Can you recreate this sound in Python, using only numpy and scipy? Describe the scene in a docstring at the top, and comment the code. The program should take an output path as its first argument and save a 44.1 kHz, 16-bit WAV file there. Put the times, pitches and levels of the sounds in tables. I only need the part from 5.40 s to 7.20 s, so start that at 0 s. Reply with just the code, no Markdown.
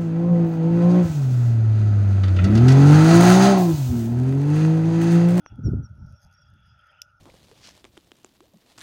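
"""An open sandy field. A gust buffets the microphone, then dies to a low flutter.
Behind it are a narrow band of air noise, a dry scrape (probably a plough in the soil), gritty rustles
and ticks, and small birds whistling chirps and peeps, the farther ones blurred by the bushes.
Close to the microphone, one pressure pulse makes a dull pop near the start, over a faint hum,
and a small hard part snaps with a sharp click near the end."""
import sys
import numpy as np
from scipy import signal
from scipy.fft import rfft, irfft
from scipy.io import wavfile
from scipy.ndimage import uniform_filter1d

SR = 44100
rng = np.random.default_rng(int(sys.argv[2]) if len(sys.argv) > 2 else 0)


def to_wav(sig):
    """Store sig (one row per channel, or 1-D mono) as 16-bit WAV at the path in sys.argv[1].

    Samples outside -1..1 are clipped; the rate is SR.
    """
    pcm = np.clip(np.atleast_2d(sig), -1, 1) * 32767
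    pcm = np.round(pcm).astype(np.int16)
    wavfile.write(sys.argv[1], SR, pcm.T)  # frames by channels


N = 79380
TIME = np.arange(N) / SR
BUSHES_T60_S = 0.3  # decay of birdsong scattered off the bushes


def from_db(db):
    """Decibels to gain."""
    return 10 ** (np.asarray(db) / 20)


def rms_one(x):
    """Scale to unit rms."""
    return x / np.sqrt(np.mean(x ** 2) + 1e-20)


def level(rows):
    """Gain over time from rows of seconds and dB."""
    return from_db(np.interp(TIME, *np.transpose(rows)))


def progress(start, length):
    """Runs from 0 to 1 through an event."""
    return np.clip((TIME - start) / length, 0, 1)


def swell(middle, length, sharpness=1):
    """A rounded rise and fall of height 1."""
    return np.abs(np.sin(np.pi * progress(middle - length / 2, length))) ** sharpness


def colour(x, spectrum):
    """Shape a signal by rows of Hz and relative dB; rms 1."""
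    hz, db = np.transpose(spectrum)
    bin_hz = np.maximum(np.arange(N // 2 + 1) * SR / N, 1)
    gain = from_db(np.interp(np.log(bin_hz), np.log(hz), db))
    return rms_one(irfft(rfft(x) * gain, N))


def noise(spectrum):
    """Steady coloured noise."""
    return colour(rng.standard_normal(N), spectrum)


def wavering(spectrum, bands=9, depth_db=5, drift_s=0.045):
    """Coloured noise whose bands swell and fade independently."""
    bins, size = rfft(noise(spectrum)), int(drift_s * SR)
    bin_hz = np.arange(len(bins)) * SR / N
    place = np.interp(np.log(bin_hz + 1), np.log([560, 6500]), [0, bands - 1])
    out = np.zeros(N)
    for k in range(bands):
        drift = uniform_filter1d(rng.standard_normal(N), size, mode="wrap")
        drift = uniform_filter1d(drift, size, mode="wrap")
        band = irfft(bins * np.maximum(1 - np.abs(place - k), 0), N)
        out += from_db(depth_db * rms_one(drift - drift.mean())) * band
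    return rms_one(out)


def turbulence(spectrum, even_s=0.034):
    """Coloured noise of even short-term strength."""
    x = noise(spectrum)
    power = uniform_filter1d(np.abs(signal.hilbert(x)) ** 2, int(even_s * SR))
    return rms_one(x / np.sqrt(power + 1e-9))


def whistle(hz, waver_hz=25):
    """A bird's pure tone, slightly unsteady; rms 1."""
    waver = waver_hz * rms_one(uniform_filter1d(rng.standard_normal(N), size=90))
    return np.sqrt(2) * np.sin(2 * np.pi * np.cumsum(hz + waver) / SR)


def ring(hits, hz, t60):
    """A unit hit sets a sine of height 1 ringing."""
    r, w = from_db(-60 / (t60 * SR)), 2 * np.pi * hz / SR
    return signal.lfilter([0, np.sin(w)], [1, -2 * r * np.cos(w), r * r], hits + 1e-18)


def scatter(x, tail_db, t60):
    """Add a diffuse tail."""
    tail = rng.standard_normal(N) * np.exp(-np.log(1000) * TIME / t60)
    return x + from_db(tail_db) * signal.fftconvolve(x, tail / np.linalg.norm(tail))[:N]


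def air():
    """The steady hiss of open air, all around."""
    # Each row: frequency in Hz, relative level in dB.
    spectrum = [(100,-9),(420,-5),(595,3),(850,-14),(1080,-7.5),(1700,-11.5),(2200,-8),(3300,-9.5),(4200,-14.5),(5400,-10),(6400,-9),(7200,-29.5),(8800,-25),(10200,-20.5),(11200,-21.5),(15500,-28.5)]
    return from_db(-81.5) * noise(spectrum)


def air_band():
    """A narrow band of air noise, coloured by the microphone, with a lower, hollow band that wavers."""
    # The two bands' colours. Each row: frequency in Hz, relative level in dB.
    narrow_colour = [(900,-47.5),(1130,-32.5),(1240,-3.5),(1340,5.5),(1460,4.5),(1590,-17),(1800,-23),(2300,-58),(5000,-82.5)]
    hollow_colour = [(300,-30.5),(430,-19),(520,-8.5),(595,5),(690,-7.5),(850,3),(960,-6),(1080,-25),(2000,-62)]
    # Their rise and fall. Each row: time in seconds, level in dB.
    narrow_level = [(0,-68),(.13,-64),(.28,-54.5),(.45,-60.5),(.56,-68),(.65,-62),(.86,-68.5),(.95,-64),(1.28,-66),(1.45,-60.5),(1.65,-60),(1.8,-65)]
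    hollow_level = [(0,-72),(.13,-69),(.45,-67),(.51,-76),(.69,-67.5),(.9,-74),(1.02,-79.5),(1.1,-76),(1.17,-79.5),(1.25,-77),(1.45,-74.5),(1.54,-72.5),(1.7,-77),(1.8,-79.5)]
    return level(narrow_level) * noise(narrow_colour) + level(hollow_level) * wavering(hollow_colour)


def scrape(ring_hz=3368, width_hz=150):
    """In the background, probably a plough in the soil: a swelling scrape that rings in one band."""
    # Each row: frequency in Hz, relative level in dB.
    spectrum = [(700,-24.5),(1080,-12.5),(1700,8.5),(2100,-2),(2770,8.5),(3050,-0.5),(3400,-3),(3600,-6),(3800,-24),(4450,-25.5),(5000,-1),(5800,-23.5),(6450,-11.5),(7100,-32),(12000,-37)]
    # The scrape and its ring. Each row: time in seconds, level in dB.
    scrape_level = [(0,-83.5),(.1,-74),(.2,-86),(.62,-88),(.86,-77),(1.17,-74.5),(1.36,-68.5),(1.6,-70),(1.7,-77.5),(1.8,-98)]
    ring_level = [(0,-80.5),(.12,-74.5),(.25,-88.5),(.62,-91.5),(.86,-77.5),(1.3,-74),(1.58,-79),(1.7,-96)]
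    edges_hz = [ring_hz - width_hz / 2, ring_hz + width_hz / 2]
    band = signal.butter(2, edges_hz, "band", fs=SR, output="sos")
    ringing = rms_one(signal.sosfilt(band, rng.standard_normal(N)))
    return level(scrape_level) * wavering(spectrum) + level(ring_level) * ringing


def wind(halfway_db=-29):
    """Wind rumbles on the microphone; hard buffets shift the rumble upward and add smaller eddies."""
    # Wind pressure and eddy strength. Each row: time in seconds, relative level in dB.
    pressure_level = [(0.0, -65), (0.084, -70), (0.13, -30.5), (0.154, -44), (0.22, -35.5), (0.27, -17),
                      (0.284, -22.5), (0.304, -26.5), (0.334, -20.5), (0.39, -21), (0.43, -39.5),
                      (0.456, -35.5), (0.48, -52), (0.516, -38.5), (0.546, -50.5), (0.636, -36),
                      (0.666, -42.5), (0.736, -43), (0.816, -70.5), (0.852, -51), (0.972, -65.5),
                      (1.138, -50.5), (1.162, -59.5), (1.328, -56), (1.478, -71), (1.768, -63.5),
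                      (1.8, -80)]
    eddy_level = [(.1,-69),(.128,-59),(.165,-67),(.192,-27.5),(.215,-50),(.25,-30.5),(.283,-22),(.305,-33),(.335,-28),(.39,-36.5),(.43,-42.5),(.48,-75),(.54,-74),(.575,-49),(.62,-62),(.68,-68),(.8,-90),(1.1,-77.5),(1.16,-59),(1.22,-82),(1.8,-81)]
    # Light wind, hard gust and eddies. Each row: frequency in Hz, relative level in dB.
    light_colour = [(15,-20.5),(40,-15),(68,3.5),(105,2),(145,-5.5),(200,-15),(280,-38),(370,-51),(600,-67.5),(2000,-120)]
    gust_colour = [(15,-35.5),(45,-18),(72,-2.5),(113,4),(145,-0.5),(200,-10.5),(290,-23),(400,-31),(600,-61),(2000,-120)]
    eddy_colour = [(80,-31.5),(170,7),(270,9),(390,-6),(520,-13.5),(700,-26),(1000,-39.5),(2000,-63.5),(6000,-110)]
    pressure = level(pressure_level)
    hard = pressure / (pressure + from_db(halfway_db))  # the gust colour's share of the power
    rumble = np.sqrt(1 - hard) * turbulence(light_colour) + np.sqrt(hard) * turbulence(gust_colour)
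    eddies = level(eddy_level) * turbulence(eddy_colour)
    return from_db(-0.5) * pressure * rumble + from_db(-5) * eddies


def hum(hz=301, db=-64.5):
    """A faint low tone that soon stops."""
    fade = 1 - progress(start=0.075, length=0.0058)
    return from_db(db) * np.sqrt(2) * np.sin(2 * np.pi * hz * TIME) * fade


def ticks(faint_per_s=74, faint_db=-70, t60=0.018):
    """Tiny dry crunches that die at once: a few clear ones among faint ones at random."""
    # The clear ticks. Each row: start in seconds, level in dB.
    clear_ticks = [(0.158,-57.5),(.305,-52.5),(.322,-63),(0.397,-60.5),(0.724,-52),(0.913,-55),(1.018,-60),(1.138,-56),(1.39,-59.5),(1.471,-58),(1.516,-59)]
    # Each row: frequency in Hz, relative level in dB.
    spectrum = [(2500,-23.5),(4300,-12),(5000,-0.5),(5800,-9.5),(6450,-0.5),(7200,-29.5),(8800,-20),(10100,1),(11000,-15),(12300,-10.5),(14500,-30.5)]
    hits = (rng.random(N) < faint_per_s / SR) * from_db(faint_db + rng.normal(0, 2.5, N))
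    for start, db in clear_ticks:
        hits[int(start * SR)] += from_db(db)
    dying = signal.lfilter([1], [1, -from_db(-60 / (t60 * SR))], hits + 1e-18)
    crunch = noise(spectrum)
    return dying * crunch / np.abs(crunch).max()


def birds(arch_hz=252.4):
    """Out in the field, one bird's high chirps fall ever faster; later a second peeps in short arches."""
    # Each row: start in seconds, length in seconds, level in dB, first and last pitch in Hz.
    chirps = [(0.044,0.054,-59.5,6100,5370),(0.228,.06,-50.5,5935,5300),(0.421,0.053,-57.5,5930,5410),(0.742,0.057,-68.5,5640,5400),(0.925,0.038,-65,5700,5440),(0.962,0.039,-64.5,5710,5470),(0.992,0.05,-65.5,5750,5440),(1.044,0.046,-75,5580,5430),(1.761,0.03,-77.5,5350,5340)]
    # Each row: start in seconds, length in seconds, level in dB, top pitch in Hz.
    peeps = [(1.391,0.016,-65.5,3230),(1.488,0.023,-64,3200),(1.583,.028,-64.5,3060),(1.684,0.028,-78.5,2910)]
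    song = np.zeros(N)
    for start, length, db, first, last in chirps:
        u = progress(start, length)
        rise_fall = np.interp(u, [0, 0.7, 1], [0, 1, 0])  # loudest late in the chirp
        envelope = np.sin(np.pi / 2 * rise_fall) ** 1.9
        song += from_db(db) * envelope * whistle(first + (last - first) * u ** 1.2)
    for start, length, db, top in peeps:
        u = progress(start, length)
        song += from_db(db) * np.sin(np.pi * u) * whistle(top - arch_hz * (2 * u - 1) ** 2)
    return scatter(song, tail_db=-19, t60=BUSHES_T60_S)


def pop(at_s=0.0624, peak_db=-25):
    """One dull pressure pulse close to the microphone, with no ring."""
    # Each row: frequency in Hz, relative level in dB.
    spectrum = [(60,-3),(300,-8),(800,-4),(1300,0),(2000,-9.5),(2800,-13.5),(3400,-26),(3900,-33),(4700,-39),(5200,-14.5),(6300,-22),(7300,-53),(9000,-52),(10200,-39),(12500,-56),(15000,-62)]
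    pulse = colour(signal.unit_impulse(N, int(at_s * SR)), spectrum)
    return from_db(peak_db) * pulse / np.abs(pulse).max()


def rustles(grains_per_s=440):
    """Short swells of dense dry grains."""
    # Each row: middle in seconds, length in seconds, level in dB.
    bursts = [(.3,0.23,-79.5),(.7,0.17,-78),(.838,.1,-67.5),(.935,0.05,-72.5),(1.472,0.041,-76)]
    # The grit's colour. Each row: frequency in Hz, relative level in dB.
    grit = [(3000,-21.5),(4400,-6.5),(5000,9),(5600,-6.5),(6450,8.5),(7200,-34),(8800,-15.5),(10100,-5),(11200,-9.5),(12300,-7),(15000,-29.5)]
    sizes = from_db(np.minimum(rng.exponential(1, N), 4)) * rng.choice([-1, 1], N)
    grains = sizes * (rng.random(N) < grains_per_s / SR)
    envelope = sum(from_db(db) * swell(middle, length, sharpness=1.3) for middle, length, db in bursts)
    return envelope * colour(grains, grit)


def thumps(width_s=0.00083):
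    """The hardest eddies hit the microphone's port, each with one push and pull of pressure."""
    # Each row: time in seconds, relative level in dB.
    strikes = [(.285,-12.5),(.336,-13.5)]
    out = np.zeros(N)
    for at_s, db in strikes:
        u = (TIME - at_s) / width_s
        out += from_db(db) * u * np.exp(-0.5 * u ** 2)
    return out


def twitter(swing_hz=148.4, turn_s=0.0031):
    """Far birds slide about in pitch and reach the microphone mostly as scatter from the bushes."""
    # Each row: middle in seconds, length in seconds, level in dB, pitch in Hz.
    calls = [(0.725,0.39,-73.5,5483),(1.013,0.25,-78,5040),(1.3,.1,-71,5010),(1.303,0.16,-79,5430)]
    out, size = np.zeros(N), int(turn_s * SR)
    for middle, length, db, hz in calls:
        slide = rms_one(uniform_filter1d(uniform_filter1d(rng.standard_normal(N), size), size))
        voice = scatter(whistle(hz + swing_hz * slide), tail_db=11, t60=BUSHES_T60_S)
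        out += from_db(db) * swell(middle, length) * rms_one(voice)
    return out


def click(spread_db=0.5):
    """A small hard part snaps near the microphone: contacts within milliseconds excite short modes."""
    # Each row: time in seconds, relative strength in dB.
    contacts = [(1.6180,-28),(1.6195,-58),(1.6184,-37),(1.6200,-39),(1.6211,-47.5)]
    # Each row: frequency in Hz, relative level in dB, seconds to die away by 60 dB.
    modes = [(2720,-7.5,0.01),(3420,-7.5,0.0091),(3970,-15.5,0.013),(5140,-1,0.011),(5800,0,0.014),(6310,-7.5,0.0086),(7100,-9.5,0.0036),(9760,-14.5,0.0048),(11420,-13,0.0052),(12200,-13,0.0077),(15000,-17,0.0039)]
    times, contact_db = np.transpose(contacts)
    body = np.zeros(N)
    for k, (hz, db, t60) in enumerate(modes):
        uneven_db = spread_db * rng.standard_normal(len(times))  # no two contacts strike alike
        hits = np.zeros(N)
        hits[(times * SR).astype(int)] = from_db(db + contact_db + uneven_db)
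        body += (-1) ** k * ring(hits, hz, t60)
    return scatter(body, tail_db=-22, t60=0.1)


def scene():
    """The field from one microphone, standing in the wind."""
    behind = air() + air_band() + scrape() + hum() + ticks() + birds() + rustles() + twitter()
    close = wind() + pop() + thumps() + click()
    return (behind + close)[None]


def record(dry, cutoff_hz=15650):
    """The recorder cuts the top treble steeply."""
    return signal.sosfilt(signal.ellip(10, 0.1, 80, cutoff_hz, fs=SR, output="sos"), dry)


dry = scene()
out = record(dry)
to_wav(out)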